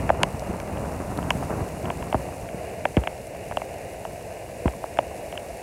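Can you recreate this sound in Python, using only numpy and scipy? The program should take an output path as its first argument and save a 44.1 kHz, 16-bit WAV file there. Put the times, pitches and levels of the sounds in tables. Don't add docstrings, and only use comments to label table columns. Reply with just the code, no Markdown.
import sys
import numpy as np
from scipy import signal
from scipy.fft import rfft, irfft
from scipy.io import wavfile
from scipy.ndimage import uniform_filter1d

SR = 44100
rng = np.random.default_rng(int(sys.argv[2]) if len(sys.argv) > 2 else 0)


def dump(signal):
    limited = np.clip(np.atleast_2d(signal).T, -1, 1)
    pcm = np.round(limited * 32767).astype(np.int16)
    wavfile.write(sys.argv[1], SR, pcm)


N = 247842
T = np.arange(N) / SR

# time in seconds, relative level in dB.
CURRENT_LEVELS = [(2.3, -39), (4.58, -39), (4.81, -38.5), (5.62, -39)]
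RAIN_LEVELS = [(0.0, -52), (0.87, -51.5), (1.31, -49.5), (2.83, -52.5), (5.62, -51.5)]
WIND_LEVELS = [(0.0, -27), (0.46, -38), (0.5, -26.5), (0.54, -37.5), (0.71, -36.5), (0.73, -30),
               (1.1, -35.5), (1.39, -27.5), (1.43, -34.5), (1.58, -29), (1.63, -27), (1.65, -40),
               (1.86, -35), (2.08, -37), (2.1, -36.5), (2.38, -38.5), (3.25, -42.5), (5.62, -41.5)]
# frequency in Hz, relative level in dB.
RIVER_TONE = [(150, -44), (300, -8.5), (420, -3), (560, 0.5), (680, 2), (820, -8), (1000, -18),
              (1250, -26.5), (1700, -18.5), (2100, -17), (2850, -18), (3300, -44), (4200, -33.5)]
RAIN_TONE = [(2000, -31), (3400, -5), (5000, -3), (6500, -1), (8500, 0.5), (10500, -0.5), (12500, -6),
             (15800, -12)]
RUMBLE_TONE = [(22, -27), (40, -6), (65, 3), (110, 0.5), (180, -3.5), (300, -10), (550, -23.5),
               (1000, -20.5), (2000, -65)]
FLUTTER_TONE = [(90, -21), (170, 7.5), (350, 1.5), (700, 1), (1000, -2.5), (1400, -9.5), (2000, -16.5),
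                (3000, -34), (4000, -77)]
# start in seconds, level in dB, starting pitch in Hz, fade time in seconds.
MIC_SLAPS = [(.234, -26, 390, 0.026), (.495, -16, 302, .009), (1.351, -17, 300, 0.012),
             (1.567, -21, 237, 0.029), (1.84, -20.5, 259, .008), (2.145, -15, 525, .021),
             (2.545, -20.5, 300, 0.0034), (2.9688, -7.5, 576, .019), (4.6568, -9, 387, 0.018)]
# start in seconds, level in dB.
NEAR_SPLASHES = [(.3957, -29.5), (.6009, -24), (1.175, -22), (3.27, -29)]
# pitch in Hz, level in dB, swell and fade time in seconds.
CASE_NOTES = [(966, -9, 0.002), (1576, -4.5, 0.00062), (2080, -4, 0.00063), (2714, -7.5, 0.00076)]
# start in seconds, level of the low body ring in dB, level of the
# tick in dB, brightness of the tick in dB per octave, place along the case from 0 to 1.
LARGE_DROPS = [(.0923, -13.5, -13, -1, .23), (.1014, -3, -13.5, -2, 0.28), (.2324, -11, -0.5, 1, 0.4),
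               (.421, -26.5, -38, 5, 0.5), (.6009, -55, -20, 8, 0.26), (.772, -26, -30, 5, .38),
               (1.2274, -25.5, -29, 10, .38), (1.3052, -16.5, -2.5, 1.5, .4), (1.426, -21, -40, -3, .3),
               (1.4962, -24, -54, -3, .3), (1.8554, -41, -22.5, 2, .38), (1.902, -17.5, -16, -4, 0.42),
               (2.0248, -27, -24.5, -6, .4), (2.1265, -15.5, -17.5, 8, 0.43), (2.144, -9.5, -31, 0, 0.14),
               (2.1505, -19, -38, 1, 0.6), (2.287, -30, -36, -2, 0.2), (2.489, -47, -25.5, 6, 0.21),
               (2.8537, -8.5, -9.5, -3, 0.18), (2.9683, -40, -15, 9, 0.14), (2.973, -18, -16, 4, 0.24),
               (3.0365, -23.5, -20, 10, 0.29), (3.0731, -15.5, -12, 6, .18), (3.5115, -21.5, -28, 8, 0.46),
               (3.5217, -25, -26, -6, 0.23), (3.5709, -12.5, -17, 16.5, .37), (3.6176, -21, -21, 20, .5),
               (4.0512, -20.5, -27.5, 1, .38), (4.6564, -20, -30, -14, .5), (4.679, -17.5, -19, -1, 0.17),
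               (4.84, -18, -38, 9, .36), (4.9722, -35, -19, 11, 0.26), (4.9878, -5.5, -10, 2, 0.42),
               (5.3253, -28, -25, 8, 0.42), (5.354, -28.5, -35, 5, .36), (5.3761, -34, -16.5, 10, 0.37)]


def undb(db):
    return 10 ** (np.asarray(db) / 20)


def unit(x):
    return x / np.sqrt(np.mean(x ** 2))


def curve(rows):
    return np.interp(T, *np.transpose(rows))


def colour(x, tone):
    hz, db = np.transpose(tone)
    f = np.maximum(np.arange(N // 2 + 1) * SR / N, 1)
    edge_fade = np.minimum(f / hz[0], 1) ** 2 * np.minimum(hz[-1] / f, 1) ** 2
    gain = undb(np.interp(np.log(f), np.log(hz), db))
    return unit(irfft(rfft(x) * edge_fade * gain, N))


def band(x, low_hz, high_hz):
    return signal.sosfilt(signal.butter(2, [low_hz, high_hz], "band", fs=SR, output="sos"), x)


def wander(rate):
    steps = rng.standard_normal(4096)[(T * rate).astype(int) % 4096]
    width = int(SR / rate)
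    return unit(uniform_filter1d(uniform_filter1d(steps, width), width))


def patter(rate, spread_db):
    hit = rng.random(N) < rate / SR
    size = undb(spread_db * np.minimum(rng.exponential(size=N), 5))
    return unit(hit * size * rng.choice([-1, 1], N))


def glide(t, start_hz, end_hz, glide_s):
    hz = end_hz + (start_hz - end_hz) * np.exp(-t / glide_s)
    return np.sin(2 * np.pi * np.cumsum(hz) / SR)


def chirp(start_hz, end_hz, glide_s, swell_s):
    t = np.arange(SR // 30) / SR
    return t / swell_s * np.exp(1 - t / swell_s) * glide(t, start_hz, end_hz, glide_s)


def add(out, start, sound):
    i = int(start * SR)
    out[i:i + len(sound)] += sound[:N - i]


def river():
    bubbles = rng.standard_normal(N) + 0.44 * patter(rate=1800, spread_db=5)
    level_db = curve(CURRENT_LEVELS) + 2 + 0.94 * wander(rate=10)
    return colour(bubbles, RIVER_TONE) * undb(level_db)


def rain():
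    hiss = colour(rng.standard_normal(N) + 0.38 * patter(rate=2600, spread_db=10), RAIN_TONE)
    specks = np.zeros(N)
    t = np.arange(SR // 200) / SR
    for when, pitch, faintness in rng.random(size=(700, 3)):
        hz = 4500 + 9000 * pitch
        ping = np.sin(2 * np.pi * hz * t) * np.exp(-t / 0.00095)
        add(specks, when * N / SR, (faintness + 0.045) ** -0.6 * ping)
    level_db = curve(RAIN_LEVELS) + 0.43 + 0.55 * wander(rate=8.8)
    return (hiss + undb(-13.5) * colour(specks, RAIN_TONE)) * undb(level_db)


def wind():
    gust_db = curve(WIND_LEVELS)
    rumble = colour(rng.standard_normal(N), RUMBLE_TONE) * undb(gust_db - 0.5 + 2 * wander(rate=55))
    slow_gust_db = uniform_filter1d(gust_db, int(0.2 * SR))
    full_gust_db = -34.5
    flutter_db = -35 + 2.63 * np.minimum(slow_gust_db - full_gust_db, 0)
    swirls = rng.standard_normal(N) + 0.88 * patter(rate=240, spread_db=3.5)
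    flutter = colour(swirls, FLUTTER_TONE) * undb(flutter_db + 3.3 * wander(rate=45))
    return rumble + flutter


def thuds():
    out = np.zeros(N)
    t = np.arange(SR // 6) / SR
    fade_in = 1 - np.exp(-t / 0.00037)
    for start, db, hz, fade_s in MIC_SLAPS:
        slap = glide(t, start_hz=hz, end_hz=60.7, glide_s=0.00463) * np.exp(-t / fade_s)
        slosh = unit(band(rng.standard_normal(len(t)), low_hz=60, high_hz=463)) * np.exp(-t / 0.024)
        add(out, start, undb(db) * fade_in * (slap + undb(-14) * slosh))
    return out


def spray():
    crack = chirp(start_hz=9100, end_hz=4400, glide_s=0.00005, swell_s=0.00005)
    t = np.arange(len(crack)) / SR
    fizz = rng.standard_normal(len(t)) * np.exp(-t / 0.00034)
    return crack + undb(3.5) * fizz


def case_knock(body_db, tick_db, bright_db, place, body_hz):
    body = chirp(start_hz=1542, end_hz=body_hz, glide_s=0.0012, swell_s=0.0017)
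    push = chirp(start_hz=360, end_hz=267, glide_s=0.0052, swell_s=0.001)
    lag_s = 0.00047
    knock = np.roll(undb(body_db) * (body + undb(-13.5) * push), int(lag_s * SR))
    for number, (hz, db, swell_s) in enumerate(CASE_NOTES, 1):
        gain = undb(tick_db + db + bright_db * np.log2(hz / 2200))
        movement = abs(np.sin(np.pi * number * place))
        knock += gain * movement * chirp(1.27 * hz, hz, swell_s, swell_s)
    return knock


def drops():
    knocks, sprays = np.zeros(N), np.zeros(N)
    for start, body_db, tick_db, bright_db, place in LARGE_DROPS:
        knock = case_knock(body_db, tick_db, bright_db, place, body_hz=551 - 2 * body_db)
        add(knocks, start, knock)
        add(knocks, start + 0.00293 + 0.0051 * rng.random(), undb(-25) * knock)
        spray_db = -9 + 2.06 * tick_db + 0.84 * bright_db
        add(sprays, start, undb(spray_db) * spray())
    for start, db in NEAR_SPLASHES:
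        add(sprays, start, undb(db) * spray())
    for when, weight, hardness, place, pitch, wetness in rng.random(size=(50, 6)):
        start = when * N / SR
        small = case_knock(body_db=-47.5, tick_db=-39, bright_db=13 * hardness - 9.5,
                           place=place, body_hz=550 + 400 * pitch)
        add(knocks, start, undb(6 * weight ** 4) * small)
        add(sprays, start, undb(-52 + 6 * wetness ** 4) * spray())
    case_filter = signal.butter(12, 3550, fs=SR, output="sos")
    return signal.sosfiltfilt(case_filter, knocks) + band(sprays, low_hz=3840, high_hz=9500)


def scene():
    return (river() + rain() + wind() + drops() + thuds())[None]


def record(dry):
    rounded = np.tanh(0.9 * dry) / 0.9
    top_hz = 15750
    return signal.sosfilt(signal.ellip(10, 0.2, 70, top_hz, fs=SR, output="sos"), rounded)


dry = scene()
out = record(dry)
dump(out)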